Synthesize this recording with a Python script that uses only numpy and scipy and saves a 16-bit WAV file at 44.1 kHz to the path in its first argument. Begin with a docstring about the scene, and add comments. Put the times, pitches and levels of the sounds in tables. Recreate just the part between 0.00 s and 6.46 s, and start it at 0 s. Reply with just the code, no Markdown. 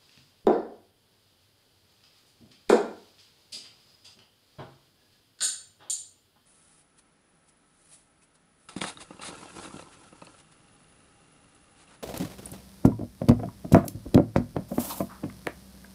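"""Two darts thud into a board in a wooden wall cabinet across a small bare room: each impact excites
damped modes of board and cabinet. The thrower walks up, soles scuffing by friction and thumping
on a hard floor, and pulls the darts, whose metal barrels clink in rapid collisions. Small ticks sound
nearby; clothes rustle over a low rumble, a faint hum, two thin whistles and the microphone's hiss."""
import sys
import numpy as np
from scipy import signal
from scipy.fft import rfft, irfft, next_fast_len
from scipy.io import wavfile
from scipy.ndimage import uniform_filter1d, map_coordinates

SR = 44100
rng = np.random.default_rng(int(sys.argv[2]) if len(sys.argv) > 2 else 0)


def inscribe(sig):
    """Save sig as 16-bit PCM at rate SR to the path in sys.argv[1].

    A 1-D sig is mono; a 2-D sig holds one channel per row.
    Samples are clipped to [-1, 1] before scaling.
    """
    pcm = np.round(np.clip(np.atleast_2d(sig).T, -1, 1) * 32767)
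    wavfile.write(sys.argv[1], SR, pcm.astype(np.int16))


N = 284709

# dart impacts: start_s, knock_db, upper_db, scratch_lead_s, scratch_db, tick_db, thump_lead_s, thump_db
DART_HITS = [(0.469, -7, -0.5, 0.0029, -47, -30, 0.02, -40.5),
             (2.699, -5.5, 8.5, .006, -22, -42, 0.013, -44)]
# modes of the struck bodies: pitch_hz, level_db, t60_s
BOARD_MODES = [(233.5, -9, 0.037), (249, -12.5, 0.081), (322, -6, 0.053), (368, -1, 0.04), (416, 2.5, .045),
               (473, 2, 0.036), (545.5, -8, 0.066), (692, 1, 0.028), (770, -3.5, 0.016),
               (895, -13.5, 0.024), (1090, -18.5, 0.013), (1400, -21, 0.05), (1487, -16, 0.019),
               (1688, -28, 0.032), (1934, -30.5, .02), (2280, -38, .02)]  # board and cabinet
TIP_MODES = [(3660, -1, 0.011), (4730, -9.5, 0.0078), (6878, -15.5, 0.0089), (12400, -10.5, .002)]
BARREL_MODES = [(1288, -3, 0.018), (1548, -3, 0.029), (1752, 0, 0.022), (1884, -16.5, 0.021),
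                (2773, -10, 0.0094), (3413, -0.5, 0.0079), (3680, 0.5, 0.0088), (4460, 6.5, 0.006),
                (5160, -3, 0.0096), (6580, -17, 0.002), (6760, -14, 0.012), (6870, -4.5, 0.01),
                (7084, 1.5, .01), (8540, -5.5, 0.01), (8510, 0, 0.0028), (8790, -1.5, 0.014),
                (9470, -10, 0.009), (11030, -9.5, 0.0032), (12700, -25.5, .004), (13120, -25, .005),
                (14300, -26, .005)]
JOIST_MODES = [(102.2, -3, .1), (133, -2.5, 0.17)]
# a faint low thump just before the knock: pitch_hz, level_db, t60_s
THUMP_MODES = [(30.5, -5.5, 0.16), (75, -8.5, 0.19), (160, -5.5, .05), (330, -10.5, 0.034)]
# barrels striking the board's wire or each other: start_s, peak_db, length_s, low_modes_db, mid_modes_db
BARREL_CLINKS = [(.52, -41, 0.022, 30.5, 18.5), (5.389, -43, 0.01, 6.5, 9.5),
                 (5.406, -17.5, 0.0185, 2.5, 10.5), (5.42, -14.5, .034, -26, -6.5),
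                 (5.8985, -17.5, 0.012, -38.5, -8)]
# soles dragging: start_s, peak_db, length_s, tilt_db_per_octave
SOLE_DRAGS = [(.092, -55.5, 0.055, -5), (2.036, -48, 0.0056, -7), (2.258, -61, 0.032, 10),
              (2.512, -47, 0.01, -5), (3.184, -50, 0.022, -3), (3.52, -32, 0.022, 2),
              (3.637, -45.5, 0.021, -8), (4.043, -42, 0.02, -0.5), (4.191, -44.5, 0.0023, -9),
              (5.117, -60, 0.017, -2)]
# feet landing: start_s, peak_db, length_s, tilt_db_per_octave, joist_relative_db
FOOTFALLS = [(0.172, -56.5, 0.013, -8, 0.5), (2.402, -50, 0.05, -10, -2), (3.524, -52.5, 0.06, -4, -21.5),
             (4.045, -58, 0.039, 5.5, -14), (4.152, -56.5, 0.029, -5, -22), (4.584, -32.5, 0.025, 0.64, -5),
             (5.004, -66, 0.0406, -5.5, -5), (5.406, -46, 0.028, 0, -16), (5.791, -47.5, 0.056, 5, -16),
             (6.357, -56.5, 0.011, 1.8, -19)]
# small nearby ticks: start_s, peak_db
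TICK_EVENTS = [(0.094, -45.5), (.175, -42.5), (2.007, -54.5), (2.510, -54.5), (3.184, -46), (4.189, -45.5)]
# resonances of a tick: pitch_hz, level_db, t60_s
TICK_MODES = [(1907, -7, 0.011), (2700, 1.5, 0.006), (3400, 1.5, 0.0065), (4300, -2, 0.006),
              (5200, -6, 0.0054), (7900, -8.5, 0.0026)]
# noise spectra: frequency_hz, density_db
POINT_SPECTRUM = [(1290, -27.5), (2200, 3), (2880, -6.5), (3150, -2.5), (4480, 1.5), (6160, -8.5),
                  (7190, -1.5), (9340, -7.5), (10500, -19.5), (11500, -19), (15500, -26)]  # steel point entering the fibres
SOLE_SPECTRUM = [(350, -56.5), (600, -35), (1310, -21.5), (1560, -21), (1670, -22), (3190, -1),
                 (3700, -6.5), (4900, 1), (5690, -9), (9620, -12.5), (15000, -43)]
FLOOR_SPECTRUM = [(60, -42.5), (140, -14.5), (260, -2), (400, -6.5), (700, -5.5), (900, -11), (1300, -12.5),
                  (2400, -29), (3180, -21), (6000, -46.5), (9000, -75), (14000, -120)]  # floor boards under a heel
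CLOTH_SPECTRUM = [(470, -50), (800, -14.5), (860, -15.5), (1160, -13), (1310, -14), (1870, -16),
                  (2850, -11.5), (4330, -8), (4940, -7), (5630, -15.5), (14000, -26)]
RUMBLE_SPECTRUM = [(12, -42), (20, -13.5), (65, -10.5), (102, -2), (310, -14), (357, -11.5), (419, -10),
                   (900, -17), (1170, -34), (1980, -120)]
HISS_SPECTRUM = [(12, -37.5), (20, -7.5), (122, -9.5), (252, 2.5), (599, -9), (688, -14), (1460, -7.5),
                 (2410, -13.5), (3190, -3.5), (4580, -21), (5880, -26.5), (9710, -12), (15600, -18.5)]
# rustle of clothes as people move: time_s, level_db
RUSTLE_LEVELS = [(0, -65.5), (.3, -67.5), (0.701, -72.5), (1.5, -70), (2.08, -65), (2.601, -66.5),
                 (3.1, -63.5), (4.05, -64.5), (4.3, -72.5), (4.6, -65.5), (5.3, -70), (6.1, -73.5),
                 (6.46, -72)]
# a hum and two whistles: pitch_hz, width_hz, level_db
TONE_BANDS = [(96.6, 18, -74.5), (5000, 170, -64), (1680, 60, -73.5)]
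# when each of them sounds: start_s, end_s
TONE_TIMES = [(-2, 8.5), (3.75, 4.15), (4.95, 5.22)]
# reverberation time of the room: frequency_hz, t60_s
ROOM_DECAY = [(100, 0.63), (260, 0.4), (700, 0.47), (1840, 0.45), (4850, 0.43), (9000, 0.36), (14000, 0.22)]
# early reflections from the walls: delay_s, gain_db
WALL_ECHOES = [(.0048, -7), (.0097, -6), (.013, -6), (.021, -12.5), (.029, -9), (0.0376, -14.5)]
# resonance of the microphone port: pitch_hz, width_hz, gain_db
PORT_RESONANCE = (4850, 220, 2.3)


def dart_impacts():
    """Impact excitation: the point scratches in and ticks; the barrel's weight rings board and cabinet."""
    track = np.zeros(N)
    is_upper = np.array(BOARD_MODES)[:, 0] > 750
    # the cabinet is too small to radiate bass
    bass_cut = signal.butter(8, 200, "highpass", fs=SR, output="sos")
    for start_s, knock_db, upper_db, lead_s, scratch_db, tick_db, thump_lead_s, thump_db in DART_HITS:
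        scratch = noise(POINT_SPECTRUM, 2048) * burst(lead_s / 2, 2048)
        radiate(track, start_s - lead_s, scratch_db, scratch, wet_db=2)
        tick = ring(TIP_MODES, cycles=0.64)
        radiate(track, start_s, tick_db, tick, wet_db=-9, echo_db=-8)  # treble beams straight out
        knock = ring(BOARD_MODES, cycles=0.3, extra_db=np.where(is_upper, upper_db, 0))
        radiate(track, start_s, knock_db, signal.sosfilt(bass_cut, knock), wet_db=2)
        thump = ring(THUMP_MODES, cycles=0.14)  # a faint low thump just before the knock
        radiate(track, start_s - thump_lead_s, thump_db, thump, wet_db=-6)
    return track


def barrel_clinks(touches_per_s=450, scatter_db=5, fall_db=9, top_db=3):
    """Repeated collision: each of a run of uneven, fading touches excites the barrel's modes anew."""
    track = np.zeros(N)
    mode_group = np.digitize(np.array(BARREL_MODES)[:, 0], [2500, 6000, 10000])
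    for start_s, peak_db, length_s, low_db, mid_db in BARREL_CLINKS:
        balance_db = np.choose(mode_group, [low_db, mid_db, 0, top_db])
        gaps, strengths = rng.random((2, 30))
        delays = np.cumsum(2 * gaps) / touches_per_s
        delays -= delays[0]
        chatter = np.zeros(SR // 2)
        for delay_s, strength in zip(delays[delays < length_s], strengths):
            touch_db = scatter_db * (2 * strength - 1) - fall_db * delay_s / length_s
            touch = ring(BARREL_MODES, cycles=2.54, extra_db=balance_db)
            chatter[round(delay_s * SR):][:len(touch)] += amp(touch_db) * touch
        radiate(track, start_s, peak_db, chatter, wet_db=1.5)
    return track


def sole_scuffs():
    """Sliding friction: a dragging sole makes a burst of gritty noise."""
    track, size = np.zeros(N), SR // 3
    for start_s, peak_db, length_s, tilt_db in SOLE_DRAGS:
        grit = amp(0.79 * unit(uniform_filter1d(rng.standard_normal(size), size=90)))
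        bite = burst(length_s / 2, size) ** 1.5  # the sole bites gradually
        radiate(track, start_s, peak_db, grit * noise(SOLE_SPECTRUM, size, tilt_db) * bite, wet_db=2)
    return track


def footfalls():
    """Forced and free vibration: a heel pushes into the floor boards, and the joist below rings on."""
    track, size = np.zeros(N), SR // 3
    for start_s, peak_db, length_s, tilt_db, joist_db in FOOTFALLS:
        thump = noise(FLOOR_SPECTRUM, size, tilt_db) * burst(length_s / 2, size)
        radiate(track, start_s, peak_db, thump, wet_db=-3.5)
        radiate(track, start_s, peak_db + joist_db, ring(JOIST_MODES, cycles=0.35), wet_db=-4)
    return track


def near_ticks():
    """Direct field: these briefly ringing ticks are close to the microphone, so the room adds less."""
    track = np.zeros(N)
    for start_s, peak_db in TICK_EVENTS:
        radiate(track, start_s, peak_db, ring(TICK_MODES, cycles=0.34), wet_db=-3.5, echo_db=-5)
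    return track


def rustle_and_rumble():
    """Amplitude modulation: the noise of clothes and the house's rumble both grow when people move."""
    rustle_db = np.interp(np.arange(N) / SR, *np.transpose(RUSTLE_LEVELS))
    rumble_db = -71.5 + 0.3 * (rustle_db - rustle_db.mean())
    rustle = amp(rustle_db + 1.2 * wobble(4.5) + 0.81 * wobble(22)) * noise(CLOTH_SPECTRUM, N)
    rumble = amp(rumble_db + 1.5 * wobble(24)) * noise(RUMBLE_SPECTRUM, N)
    return rustle + rumble


def hum_and_whistles():
    """Narrow-band noise: random modulation spreads each sine into a band, which swells and fades."""
    track, t = np.zeros(N), np.arange(N) / SR
    for (start_s, end_s), (pitch_hz, width_hz, level_db) in zip(TONE_TIMES, TONE_BANDS):
        progress = np.clip((t - start_s) / (end_s - start_s), 0, 1)
        swell = np.sin(np.pi * progress) ** 0.5
        track += amp(level_db) * swell * wobble(width_hz) * np.sin(2 * np.pi * pitch_hz * t)
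    return track


def radiate(track, start_s, peak_db, sound, wet_db, echo_db=0):
    """Convolution: adds a sound to the track with its wall echoes and a diffuse tail new for each call."""
    size = 3 * SR // 4
    hz, t, spectra = signal.stft(rng.standard_normal(size), SR, nperseg=256)
    decay = amp(-60 * t / along(ROOM_DECAY, hz)[:, None])
    tail = signal.istft(spectra * decay, SR, nperseg=256)[1][:size]
    tail *= 1 - np.exp(-np.arange(size) / SR / 0.014)  # echoes take a moment to become dense
    response = amp(wet_db) * tail / np.linalg.norm(tail)
    response[0] += 1  # direct path
    for delay_s, gain_db in WALL_ECHOES:
        response[round(delay_s * SR)] += amp(gain_db + echo_db)
    heard = signal.fftconvolve(amp(peak_db) * sound / np.abs(sound).max(), response)
    start = round(start_s * SR)
    track[start:start + len(heard)] += heard[:len(track) - start]


def ring(modes, cycles, extra_db=0):
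    """Modal superposition: damped sines of slightly random strength, each swelling over some cycles."""
    t = np.arange(SR // 5) / SR
    pitch_hz, level_db, t60_s = np.transpose(modes)[:, :, None]
    level_db = level_db + np.reshape(extra_db, (-1, 1)) + rng.standard_normal(pitch_hz.shape)
    swell = (1 - np.exp(-t * pitch_hz / cycles)) ** 2
    return np.sum(swell * amp(level_db - 60 * t / t60_s) * np.sin(2 * np.pi * pitch_hz * t), axis=0)


def noise(spectrum, size, tilt_db=0):
    """Spectral shaping: coloured noise of rms 1, tilted by tilt_db per octave."""
    fft_size = next_fast_len(size)
    hz = np.fft.rfftfreq(fft_size, 1 / SR)
    gain = amp(along(spectrum, hz) + tilt_db * np.log2(hz + 1)) * (hz > spectrum[0][0])
    return unit(irfft(rfft(rng.standard_normal(fft_size)) * gain, fft_size)[:size])


def burst(rise_s, size):
    """Critically damped envelope: it peaks after rise_s, at least 1 ms, and dies away."""
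    u = np.arange(size) / SR / max(rise_s, 0.001)
    return u * np.exp(1 - u)


def wobble(rate_hz):
    """Spline interpolation: a smooth curve through rate_hz random knots a second."""
    knots = rng.standard_normal(int(N * rate_hz / SR) + 4)
    return map_coordinates(knots, [np.arange(N) * rate_hz / SR])


def along(points, hz):
    """Interpolation on a logarithmic frequency axis."""
    knots_hz, values = np.transpose(points)
    return np.interp(np.log(hz + 1), np.log(knots_hz + 1), values)


def amp(db):
    """Amplitude ratio of a level in dB."""
    return 10 ** (np.asarray(db) / 20)


def unit(x):
    """Normalisation to rms 1."""
    return x / np.sqrt(np.mean(x ** 2) + 1e-20)


def scene():
    """Superposition: the pressures of all sources add at the microphone."""
    events = dart_impacts() + barrel_clinks() + sole_scuffs() + footfalls() + near_ticks()
    return (events + hum_and_whistles() + rustle_and_rumble())[None]


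def record(dry, hiss_db=-71, top_hz=15650):
    """Resonance and self-noise: the port lifts a narrow band, hiss is added, and the top is cut off."""
    fft_size = next_fast_len(N + SR // 2)
    hz = np.fft.rfftfreq(fft_size, 1 / SR)
    pitch_hz, width_hz, gain_db = PORT_RESONANCE
    damping = 1j * hz * width_hz
    port = 1 + (amp(gain_db) - 1) * damping / (pitch_hz ** 2 - hz ** 2 + damping)
    hiss = amp(hiss_db) * noise(HISS_SPECTRUM, N)
    heard = rfft(dry, fft_size) * port + rfft(hiss, fft_size)
    return irfft(heard * (hz < top_hz), fft_size)[:, :N]


dry = scene()
out = record(dry)
inscribe(out)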